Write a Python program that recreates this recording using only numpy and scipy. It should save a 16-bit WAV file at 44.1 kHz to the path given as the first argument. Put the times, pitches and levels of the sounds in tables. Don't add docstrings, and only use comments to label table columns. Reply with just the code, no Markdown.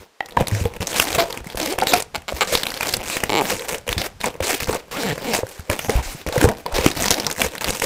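import sys
import numpy as np
from scipy import signal
from scipy.fft import rfft, irfft, next_fast_len
from scipy.io import wavfile

SR = 44100
rng = np.random.default_rng(int(sys.argv[2]) if len(sys.argv) > 2 else 0)


def invert_db(level):
    return 10 ** (np.asarray(level, dtype=float) / 20)


def to_wav(sig):
    pcm = np.clip(np.atleast_2d(sig), -1, 1) * 32767
    pcm = np.round(pcm).astype(np.int16)
    wavfile.write(sys.argv[1], SR, pcm.T)


N = 346251

# [f/Hz, density level/dB]
AIR_SPECTRUM = [(25, -25), (110, -24), (480, -5), (1500, -10), (6000, -17), (16000, -30)]
AIR_DB = -58
SLEEVES_FROM_S, SLEEVES_DB = 0.31, 5.5
SLEEVE_RUMBLE_DB, SLEEVE_TOP_HZ = -51.5, 137

# [t/s, length/s, sliding level/dB, squeeze level/dB]
RESTS = [(0, 0.032, -51, 10.5), (0.22, 0.14, -58, 15), (0.69, 0.083, -48, 10), (1.236, 0.15, -42.5, 6.5),
         (1.438, 0.2, -43, 1), (1.722, 0.023, -43, 17.5), (2.317, 0.15, -39, -1), (2.96, 0.05, -38.5, 7.5),
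         (3.184, 0.084, -38, 2), (3.56, 0.18, -46.5, 5.5), (3.943, 0.033, -42.5, 7),
         (4.338, 0.03, -56.5, 17), (4.555, 0.24, -42, -2), (4.787, 0.1, -57, 9.5), (5.13, 0.09, -44.5, 4),
         (5.397, 0.21, -46, -1), (5.6, 0.11, -52, 2), (6.152, 0.064, -41, -1.5), (6.509, 0.11, -45, 5.5),
         (6.657, 0.074, -49, 21), (6.914, 0.058, -37, -3), (7.333, .05, -36.5, -10),
         (7.461, 0.19, -41.5, 0)]
# [t/s, length/s, sliding level/dB, squeeze level/dB]
RUBS = [(0.477, 0.2, -36.5, 6), (0.862, .3, -30.5, -0.5), (0.961, 0.064, -21.5, -8.5),
        (1.57, 0.15, -26.5, -5), (1.782, 0.069, -38.5, 12), (1.866, 0.11, -26.5, -0.5),
        (2.472, 0.11, -29.5, -4), (2.594, 0.2, -35.5, 0.5), (2.816, 0.14, -29, -6), (3.03, 0.15, -29, -4),
        (3.292, 0.13, -34.5, 4), (3.417, 0.13, -27, -2.5), (3.684, 0.068, -29.5, -1.5),
        (3.978, 0.069, -28, -1.5), (4.425, 0.12, -27, -3), (4.681, 0.07, -31.5, 5),
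        (4.912, 0.19, -22.5, -2.5), (5.238, 0.12, -23.5, 2.5), (5.761, 0.099, -35.5, 0),
        (5.885, 0.11, -34.5, 10.5), (6.026, 0.1, -33, -4), (6.328, 0.13, -31, 2), (6.45, 0.052, -41, 19.5),
        (6.742, 0.14, -27.5, 1.5), (6.964, 0.12, -25.5, -1), (7.112, 0.21, -35, 5),
        (7.385, 0.062, -24.5, 1), (7.61, 0.09, -24, -2.5), (7.714, 0.09, -33, -6), (7.818, .04, -28.5, 3)]
# [t/s, sliding level/dB, squeeze level/dB]
JERKS = [(0.368, -37.5, 17), (.4, -35, 13.5), (0.803, -32, 6.5), (1.181, -25, 3), (1.21, -42.5, 18),
         (2.143, -44, 9.5), (2.281, -35.5, 3.5), (2.404, -34, 5.5), (2.523, -20, -5), (3.1, -30, -3),
         (3.867, -40, 10.5), (3.9, -32, -8), (4.202, -33, -3.5), (4.238, -29, 10), (4.403, -40, 7),
         (4.602, -27, -8), (5.212, -31, 6), (5.695, -31, 3), (5.72, -32.5, 5.5), (6.267, -37, 8),
         (6.296, -39.5, 4), (7.102, -21, -7.5)]
JERK_S = 0.024
STILL_DB, LETTING_GO_DB_PER_S = -105, 386
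# [start t/s, end t/s]
GLIDES = [(0, 0.057), (.52, 0.63), (1.575, 1.44), (1.872, 1.9), (2.33, 2.31), (2.48, 2.58), (3.105, 3.28),
          (4.429, 4.27), (4.91, 5.03), (5.8, 5.83), (5.91, 6.4), (6.02, 6.25)]
GLIDE_HZ, GLIDE_DB = 6100, -29
SLIPS_PER_S = 260
CREAK_SHARE, CREAK_DB = 0.36, -1.5
RUMBLE_BELOW_DRUM_DB = -18

# [f/Hz, density level/dB]
SKIN_SPECTRUM = [(710, -33), (1200, -4), (2360, -2), (3500, -7.5), (5200, 1.5), (6940, -2.5), (14500, -13),
                 (15500, -8.5)]
# [f/Hz, level/dB, t60/s]
DRUM_MODES = [(203, -7.5, 0.032), (300, -4.5, 0.019), (500, 0.17, 0.02), (694, -1, 0.014),
              (937, -1.5, 0.01)]
# [f/Hz, level/dB, t60/s]
JOINT_MODES = [(2230, 0.5, 0.013), (2950, 1.5, 0.0064), (4080, 4.5, 0.003), (7510, -6.5, 0.0087),
               (10800, -25, 0.0023)]
# [f/Hz, level/dB, t60/s]
CREAK_BODY = [(382, 2.0, 0.022), (850, 2.3, 0.02), (1160, -2.0, 0.012)]
CHIRP_BODY = [(570, -3.0, 0.01), (1160, 4.0, 0.0056), (1550, -2, 0.0098)]
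GROAN_BODY = [(180, -2.5, 0.014), (470, -4.0, 0.035), (800, -2.0, 0.0098)]

ROOM_T60_S, ROOM_DB, WALL_CUT_HZ = 0.29, -23, 5500

# [t/s, peak level/dB]
KNOT_SNAPS = [(.204, -29), (.37, -22), (1.4438, -24), (1.8291, -26), (2.7174, -14), (3.0448, -25),
              (3.6898, -29), (3.919, -14), (5.179, -15.5), (5.4671, -21), (5.9802, -32), (6.379, -8.5),
              (6.4408, -6.5), (6.4884, -9.5), (7.041, -7.5), (7.2138, -28), (7.3002, -10.5), (4.363, -32),
              (7.3808, -14), (7.5516, -17)]
# [t/s, peak level/dB]
SLACK_SNAPS = [(1.8005, -14), (.2948, -29), (.7371, -20.5), (.8067, -16), (.998, 4), (1.151, -11),
               (1.3736, -13), (1.786, -6.5), (1.9354, -0.5), (2.8082, -6.5), (2.8296, -8), (2.857, -12),
               (3.0987, -9.5), (3.168, -5), (3.2031, -14.5), (3.2364, -1.5), (2.2194, -29), (4.405, -17),
               (3.6204, -18), (3.7445, -12.5), (3.8779, -10.5), (3.8902, -6.5), (4.2411, -9.5),
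               (5.6988, -4.5), (5.727, -19), (5.7912, -9.5), (6.4131, -12), (6.8616, 2), (7.4165, 0),
               (7.8206, -5)]
# [t/s, peak level/dB]
FLANK_SNAPS = [(.3077, -26), (.322, -26), (.4706, -10.5), (1.0826, -13), (1.3259, -12), (1.5004, -22.5),
               (1.8138, -11), (1.87, -5), (2.158, -12), (2.5518, 1), (2.6327, -6), (2.6672, -6),
               (2.703, -15), (2.74, -15), (2.7738, -13), (2.89, -9.5), (2.9382, -2.5), (3.5944, -15.5),
               (3.9272, -7), (3.9794, -8), (4.016, -9.5), (4.2044, -25), (4.605, -15.5), (4.685, -19),
               (6.214, -26), (6.3247, -13), (6.662, -14.5), (6.914, -10.5), (7.58, -16), (7.6433, -5.5)]
# [t/s, peak level/dB]
TIGHT_SNAPS = [(.2591, -25), (.8706, -8.5), (1.6292, -12), (1.939, -4.5), (5.9914, -34), (6.5698, -28),
               (6.7543, -16), (7.0606, -8), (7.0816, -4), (7.1124, 0), (7.1414, -6.5), (7.199, -8.5),
               (7.266, -2.5), (7.312, -9)]
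# [t/s, peak level/dB]
PEELS = [(.482, -9.5), (1.7246, -13), (2.0026, -12), (2.0228, -10), (2.9268, -16), (2.9672, -10),
         (3.782, -20), (4.2578, -7), (4.7457, -13), (5.4896, -25), (7.0225, -5), (7.106, 3.5), (7.705, -9),
         (7.798, -9), (7.8408, -5.5)]
KNOT_HZ, SLACK_HZ, FLANK_HZ, TIGHT_HZ, PEEL_HZ = 1890, 2650, 4350, 5970, 8640
PITCH_SCATTER = 0.072
# [t/s, peak level/dB, skin pitch f/Hz]
TICKS = [(0.286, -27, 2340), (0.3906, -23, 3990), (0.4045, -18, 2650), (0.4114, -15, 3320),
         (0.5126, -17.5, 2380), (0.5487, -15, 2430), (0.6025, -25, 2430), (0.653, -17, 3300),
         (0.7636, -24, 2430), (0.831, -23, 2400), (0.9295, -12, 2900), (0.9562, -13, 2900),
         (1.1034, -10.5, 2760), (1.128, -11, 4340), (1.3052, -18.5, 5550), (1.47, -21.5, 2360),
         (1.5554, -23, 7600), (1.5722, -18, 2800), (1.6138, -14, 5490), (1.674, -11.5, 2540),
         (1.7324, -17.5, 2510), (1.8337, -11.5, 2570), (1.942, -9, 2300), (1.9534, -14, 2510),
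         (1.963, -22, 3100), (1.9714, -17, 2320), (1.9838, -20, 2650), (2.384, -24, 2520),
         (2.4505, -25, 4080), (2.4627, -27, 2340), (2.4755, -19, 4120), (2.5375, -10, 3930),
         (2.5735, -8, 4200), (2.6544, -13, 2670), (2.684, -19, 4270), (3.007, -29, 7700),
         (3.0613, -19, 2450), (3.4102, -9, 2500), (3.4507, -21, 2480), (3.4893, -17, 2700),
         (3.5242, -11, 2620), (4.212, -14, 4130), (4.2342, -17, 2640), (4.3415, -28, 2640)]
# [t/s, peak level/dB, skin pitch f/Hz]
LATER_TICKS = [(4.4263, -19, 2890), (4.4795, -9, 8300), (4.4941, -11.5, 2570), (4.509, -10, 2500),
               (4.5441, -12, 4030), (4.56, -19, 7700), (4.6224, -15, 1460), (4.6326, -16, 4020),
               (4.6723, -15, 1500), (4.6974, -22, 2310), (4.707, -23, 7160), (4.7278, -12, 1490),
               (4.9714, -21, 2850), (5.033, -13, 1690), (5.3365, -11, 2420), (5.3586, -19, 2330),
               (5.3894, -17, 2430), (5.5952, -24.5, 1720), (5.7134, -10, 1560), (5.737, -22, 2370),
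               (5.895, -7.5, 1900), (5.9042, -9.5, 6100), (5.9519, -22, 2230), (5.9624, -17, 2470),
               (6.2645, -18, 2050), (6.2722, -20, 5290), (6.2866, -15, 2070), (6.3569, -10.5, 1550),
               (6.4126, -5, 1500), (6.429, -11, 1540), (6.449, -12, 1690), (6.5144, -18, 1490),
               (6.7237, -19, 1520), (6.784, -11.5, 2170), (6.9531, -21, 2400), (6.983, -21, 7360),
               (7.001, -12, 6940), (7.1225, -6.5, 5130), (7.222, -23, 2890), (7.2314, -30, 2970),
               (7.2455, -12.5, 5360), (7.3255, -14, 8200), (7.3622, -19, 1720), (7.434, -13, 8630),
               (7.445, -15, 1680), (7.462, -20, 1790), (7.4844, -22, 4130), (7.609, -17, 2380),
               (7.6832, -9.5, 3400), (7.7472, -21, 4260)]

# [t/s, peak level/dB, f/Hz, t60/s]
BOOMS = [(0.205, -10.5, 800, 0.02), (.37, 0.5, 954, 0.025), (.408, -10, 530, 0.02),
         (0.654, -9.5, 470, 0.058), (1.182, -11, 676, 0.24), (1.546, -15.5, 480, 0.012),
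         (1.782, -21, 750, 0.046), (1.821, -2.5, 795, 0.019), (1.934, -4, 718, .081),
         (2.153, -18, 860, 0.032), (2.322, -12, 595, 0.016), (2.416, -14, 506, 0.063),
         (2.524, -12, 590, 0.029), (2.806, -14.5, 930, .022), (3.233, -10, 650, 0.021),
         (7.818, -13, 487, 0.028), (4.241, -10.5, 974, 0.021), (4.402, -12, 525, 0.037),
         (4.694, -7.5, 432, 0.021), (5.177, -15, 530, 0.019), (5.431, -9, 513, 0.025),
         (5.697, -10.5, 575, 0.035), (5.893, -6.5, 446, 0.041), (6.263, -13, 447, 0.008),
         (6.361, -7, 499, 0.061), (6.423, -7, 305.8, 0.068), (6.44, -0.5, 466, 0.028),
         (6.661, -12, 976.6, 0.024), (6.786, -8, 463, 0.023), (6.861, 4.5, 308, 0.016),
         (.205, -9, 1920, .018),
    (.205, -33, 3760, .03),
    (0.206, -26, 2720, .02),
    (0.371, -18, 1760, 0.033),
    (.37, -28, 3260, .025),
    (.519, -10, 104, .2),
    (1.829, -7, 805, 0.021),
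    (5.388, -14, 445, 0.017),
    (6.452, -1.5, 470, 0.043),
    (4.75, -10, 470, 0.013),
]
# [t/s, peak level/dB, f/Hz]
THUMPS = [(0.381, -16.5, 102), (.415, -9, 130), (0.615, -9.5, 91), (.655, -11, 90), (.806, -16.5, 94),
          (1.181, -18.5, 146), (2.339, -19, 66.4), (3.9, -21, 46.3), (3.969, -14.5, 98), (4.412, -18, 83),
          (4.687, -17.5, 92), (5.129, -16, 157), (5.435, -19, 108), (5.596, -23.5, 82), (5.7, -14, 97.5),
          (5.886, -18.5, 102), (5.956, -5.5, 52), (5.99, -11, 60), (6.062, -21, 33.3), (6.276, -17, 82),
          (6.379, -9, 131), (6.445, -2, 91), (6.475, -8, 122), (6.734, -15, 30.3), (6.791, -14, 70),
          (6.861, -11, 122), (7.116, -22, 94.5),
          (0.995, -21, 94),
    (1.41, -26, 60),
    (1.468, -22, 173),
    (1.552, -24, 54),
    (2.179, -28, 79),
    (6.151, -22.5, 153),
    (7.458, -21, 67),
]
PARTNER_RATIO = 1.75

# [start t/s, end t/s, start f/Hz, end f/Hz, level/dB]
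SINGING = [(0.525, 0.583, 5600, 5800, -41), (1.872, 1.928, 4200, 3500, -27),
           (1.872, 1.918, 7600, 6600, -30), (1.872, 1.92, 12600, 13400, -33), (2.5, 2.527, 8000, 6800, -45),
           (3.105, 3.165, 2600, 2500, -33), (3.105, 3.165, 4100, 4000, -34), (3.085, 3.16, 8000, 7800, -36),
           (4.434, 4.48, 4300, 4100, -32), (4.57, 4.607, 2900, 2900, -42), (4.707, 4.726, 8500, 8500, -30),
           (4.915, 5.001, 2950, 2700, -52), (4.922, 5.002, 1050, 1500, -37), (5.057, 5.13, 1814, 1800, -32),
           (5.071, 5.13, 3100, 3400, -37), (5.197, 5.265, 5100, 4400, -45), (5.303, 5.367, 5300, 5300, -35),
           (5.303, 5.379, 2500, 2400, -34), (5.805, 5.885, 6000, 6300, -39),
           (5.815, 5.89, 10600, 11000, -46), (5.81, 5.89, 13400, 12000, -46),
           (5.912, 5.94, 9500, 8600, -38), (6.032, 6.075, 6900, 7500, -41),
           (6.117, 6.153, 9500, 10500, -43)]
SINGING_WIDTH_SHARE, SINGING_EDGE_S = 0.11, 0.0092

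# [start t/s, end t/s, start slip rate f/Hz, end slip rate f/Hz, level/dB]
CHIRPS = [
    (1.187, 1.203, 380, 316, -10),
    (2.147, 2.161, 127, 170, -13.5),
    (2.2815, 2.302, 200, 170, -15.5),
    (2.409, 2.436, 412, 378, -8),
]
# [start t/s, end t/s, start slip rate f/Hz, end slip rate f/Hz, level/dB]
GROANS = [
    (1.605, 1.659, 354, 280, -24.5),
    (1.664, 1.738, 248, 390, -24),
    (4.908, 4.967, 470, 480, -42),
    (4.971, 5.033, 285, 225, -25.5),
    (5.034, 5.131, 223, 146, -19),
    (5.206, 5.247, 235, 170, -35.5),
    (5.246, 5.272, 280, 320, -25),
    (5.273, 5.333, 243, 175, -21),
]
# [start t/s, end t/s, start slip rate f/Hz, end slip rate f/Hz, level/dB]
CREAKS = [
    (3.2948, 3.305, 140, 136, -9),
    (3.322, 3.345, 110, 97, -8),
    (3.3525, 3.368, 116, 112, -6),
    (3.3705, 3.419, 166, 127, -8),
]

CEILING, CUTOFF_HZ = 0.88, 16100


def rms_one(x):
    return x / np.sqrt(np.mean(x ** 2) + 1e-20)


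def bandpass(x, low_hz, high_hz):
    return signal.sosfilt(signal.butter(2, [low_hz, high_hz], "band", fs=SR, output="sos"), x)


def level_at(spectrum, hz):
    table = np.array(spectrum)
    return np.interp(np.log(hz), np.log(table[:, 0]), table[:, 1])


def drift(rate):
    r = np.exp(-80 * np.pi * rate / SR)
    slow = signal.lfilter([1], [1, -2 * r, r * r], rng.standard_normal(N // 40 + 2002))[2000:]
    return np.interp(np.arange(N) / 40, np.arange(len(slow)), rms_one(slow))


def ring(clicks, hz, t60):
    r, w = invert_db(-60 / (t60 * SR)), 2 * np.pi * hz / SR
    return signal.lfilter([0, np.sin(w)], [1, -2 * r * np.cos(w), r * r], clicks + 1e-18)


def add(track, s, piece):
    i = round(s * SR)
    track[i:i + len(piece)] += piece[:N - i]


def hush():
    hz = np.arange(1, N // 2 + 2) * SR / N
    busy = np.where(np.arange(N) / SR > SLEEVES_FROM_S, SLEEVES_DB, 0)
    rumble = bandpass(rng.standard_normal(N), 15, SLEEVE_TOP_HZ)
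    sleeves = (busy > 0) * invert_db(SLEEVE_RUMBLE_DB + 3.3 * drift(5.4)) * rms_one(rumble)
    air = irfft(rfft(rng.standard_normal(N)) * invert_db(level_at(AIR_SPECTRUM, hz)), N)
    return sleeves + invert_db(AIR_DB + busy) * rms_one(air)


def held(share):
    db = np.full(N, STILL_DB + 0.)
    fall = LETTING_GO_DB_PER_S * np.arange(N) / SR
    jerks = [(s, JERK_S, slide_db, squeeze_db) for s, slide_db, squeeze_db in JERKS]
    for s, length, slide_db, squeeze_db in RUBS + RESTS + jerks:
        grip = slice(round(s * SR), round((s + length) * SR))
        db[grip] = np.maximum(db[grip], slide_db + share * squeeze_db)
    return invert_db(np.maximum.accumulate(db + fall) - fall)


def coloured(grit, low_hz, high_hz, patchy_db):
    edges, out = np.geomspace(low_hz, high_hz, num=5), 0
    for k, (low, high) in enumerate(zip(edges, edges[1:])):
        band = bandpass(grit[k % 2], low, high)
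        band_db = level_at(SKIN_SPECTRUM, np.sqrt(low * high)) + patchy_db * drift(9.6)
        out = out + invert_db(band_db) * band
    return rms_one(out)


def rubbing():
    turns = np.cumsum(SLIPS_PER_S * invert_db(3.0 * drift(4) + 2.5 * drift(60)) / SR)
    strength_db = 4.2 * np.minimum(rng.exponential(1, N), 2.5) + 2.4 * drift(26)
    slips = np.diff(np.floor(turns), prepend=0) * invert_db(strength_db)
    n = np.arange(N)
    gliding = sum((n > start * SR) & (n < end * SR) for start, end in GLIDES) > 0
    slips = np.where(gliding, np.minimum(slips, 2), slips)

    fade = np.exp(-1 / (.0011 * SR))
    puffs = rms_one(signal.lfilter([1], [1, -fade], slips)) + 0.24
    puffs = np.where(gliding, 1, puffs)
    grit = puffs * rng.standard_normal((2, N))
    slide = held(0)
    creak = invert_db(CREAK_DB) * held(CREAK_SHARE)
    skin = slide * coloured(grit, 3570, 22000, patchy_db=2.5)
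    skin = skin + creak * coloured(grit, 1030, 3850, patchy_db=0.95)
    skin = skin + invert_db(GLIDE_DB) * gliding * slide * rms_one(ring(grit[0], GLIDE_HZ, 0.0031))

    dealt = rng.integers(0, len(JOINT_MODES), N)
    plucks = 0
    for k, (hz, db, t60) in enumerate(JOINT_MODES):
        plucks = plucks + invert_db(db) * ring(slips * (dealt == k), hz, t60)
    skin = skin + invert_db(-11.5) * creak * rms_one(plucks)

    taps = rms_one(slips) + 0.22 * rng.standard_normal(N)
    drums = 0
    for k, (hz, db, t60) in enumerate(DRUM_MODES):
        drums = drums + (-1) ** k * invert_db(db + 2.82 * drift(13.4)) * ring(taps, hz, t60)
    rumble = bandpass(rng.standard_normal(N), 18, 130)
    low = rms_one(drums) + invert_db(RUMBLE_BELOW_DRUM_DB + 8.4 * drift(9.8)) * rms_one(rumble)
    return invert_db(-0.5) * skin + invert_db(1.0) * held(0.95) * low


def room(x):
    size = next_fast_len(N + SR)
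    turn = np.exp(-2j * np.pi * np.arange(size // 2 + 1) / size)
    dull = np.exp(-2 * np.pi * WALL_CUT_HZ / SR)
    wall, echoes = (1 - dull) / (1 - dull * turn), 0
    lags = (rng.uniform(.006, .03, 8) * SR).astype(int)
    for k, lag in enumerate(lags):
        loop = invert_db(-60 * lag / SR / ROOM_T60_S) * wall * np.exp(lag * np.log(turn))
        echoes = echoes + (-1) ** k * loop / (1 - loop)
    return irfft(rfft(x, size) * echoes, size)[:N]


def snaps(table, skin_hz):
    out, t = np.zeros(N), np.arange(700) / SR
    noise = rng.standard_normal((len(table), len(t)))
    chance = rng.standard_normal((len(table), len(DRUM_MODES)))
    for (s, db, *pitch), hiss, own in zip(table, noise, chance):
        hz = (pitch or [skin_hz])[0] * (1 + PITCH_SCATTER * hiss[-1])
        decay = np.exp(-t / 0.0016) + 0.078 * np.exp(-t / 0.008)
        puff = hiss * (1 - np.exp(-t / .0006)) * decay
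        broad = signal.lfilter([.5, 0, -.5], [1, -.9, .2], puff)
        crack = rms_one(broad) + 1.44 * rms_one(ring(puff, hz, 7.2 / hz))
        drum = 0
        for (drum_hz, drum_db, t60), o in zip(DRUM_MODES, own):
            drum = drum + invert_db(drum_db + 6.2 * o) * np.sin(2 * np.pi * drum_hz * t) * invert_db(-60 * t / t60)
        add(out, s, invert_db(db) * (0.91 * crack / np.abs(crack).max() + invert_db(-21.5) * drum))
    return out


def knocks(table, rise_cycles, rough):
    out, t = np.zeros(N), np.arange(SR // 4) / SR
    partners = PARTNER_RATIO * (1 + .1 * rng.uniform(-1, 1, len(table)))
    for (s, db, hz, t60), partner in zip(table, partners):
        decay = invert_db(-60 * t / t60)
        shape = (1 - np.exp(-t * hz / rise_cycles)) * decay
        wave = np.sin(2 * np.pi * hz * t) + rough * decay * np.sin(2 * np.pi * hz * partner * t)
        add(out, s + 0.0013, invert_db(db) * shape / shape.max() * wave / (1 + rough / 2))
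    return out


def singing():
    out = np.zeros(N)
    for start, end, first_hz, last_hz, db in SINGING:
        t = np.arange(round((end - start) * SR)) / SR
        keep = np.exp(-np.pi * SINGING_WIDTH_SHARE * (first_hz + last_hz) / SR)
        slow = signal.lfilter([1], [1, -2 * keep, keep ** 2], rng.standard_normal((2, SR // 4)))
        a, b = slow[:, 500:len(t) + 500]
        phase = 2 * np.pi * np.cumsum(np.linspace(first_hz, last_hz, len(t))) / SR
        edge = np.clip(np.minimum(t, t[-1] - t) / SINGING_EDGE_S, 0, 1)
        add(out, start, invert_db(db) * edge * rms_one(a * np.cos(phase) + b * np.sin(phase)))
    return out * invert_db(2.1 * drift(120))


def creaks(table, body, uneven, drum_db, settle_s, hum_db=-60):
    skin, drum, hum = np.zeros((3, N))
    for start, end, first, last, skin_db in table:
        length = round((end - start) * SR)
        pace = np.linspace(first, last, length) * (1 + uneven * drift(80)[:length])
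        turns = np.cumsum(pace) / SR
        slips = np.diff(np.floor(turns), prepend=-1) * invert_db(rng.normal(0, 1.3, length))
        settling = np.exp(-(np.arange(length) / SR / settle_s) ** 4)
        swing = signal.windows.tukey(length, .4) * np.sin(2 * np.pi * turns)
        add(skin, start, invert_db(skin_db) * slips * settling)
        add(drum, start, invert_db(skin_db + drum_db) * slips)
        add(hum, start, invert_db(skin_db + hum_db) * swing)
    grit = signal.lfilter([1], [1, -.96], skin) * rng.standard_normal(N)
    crack = .5 * sum((-1) ** k * invert_db(db) * ring(skin, hz, t60) for k, (hz, db, t60) in enumerate(JOINT_MODES))
    boom = sum((-1) ** k * invert_db(db) * ring(drum, hz, t60) for k, (hz, db, t60) in enumerate(body))
    return hum + crack + 0.28 * grit - boom


def scene():
    rub, t = rubbing(), np.arange(N) / SR
    for start, end, *_ in CHIRPS + CREAKS + GROANS:
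        rub = np.where((t > start) & (t < end), invert_db(-7) * rub, rub)

    patches = [(KNOT_SNAPS, KNOT_HZ), (SLACK_SNAPS, SLACK_HZ), (FLANK_SNAPS, FLANK_HZ), (TIGHT_SNAPS, TIGHT_HZ),
               (PEELS, PEEL_HZ), (TICKS, None), (LATER_TICKS, None)]
    crackle = sum(snaps(*patch) for patch in patches)
    booms = knocks(BOOMS, rise_cycles=0.28, rough=0.42)
    grips = [(s - .004, db, hz, 6.0 / hz) for s, db, hz in THUMPS]
    thumps = knocks(grips, rise_cycles=0.27, rough=0.55)
    chirp = creaks(CHIRPS, CHIRP_BODY, uneven=0.069, drum_db=-4.5, settle_s=0.029)
    groan = creaks(GROANS, GROAN_BODY, uneven=.09, drum_db=1.7, settle_s=0.9, hum_db=-1.0)
    creak = creaks(CREAKS, CREAK_BODY, uneven=.035, drum_db=-6, settle_s=0.03)

    figure = rub + crackle + booms + singing() + chirp + groan + creak
    return (figure + invert_db(ROOM_DB) * room(figure) + thumps + hush())[None]


def roll_off(x):
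    return signal.sosfilt(signal.butter(12, 16810, fs=SR, output="sos"), x)


def record(dry):
    clipped = np.clip(dry, -CEILING, CEILING)
    mix = signal.sosfilt(signal.cheby2(16, 60, CUTOFF_HZ, fs=SR, output="sos"), clipped)
    mix = signal.sosfilt(signal.butter(1, 14, "high", fs=SR, output="sos"), mix)
    return roll_off(mix)


dry = scene()
out = record(dry)
to_wav(out)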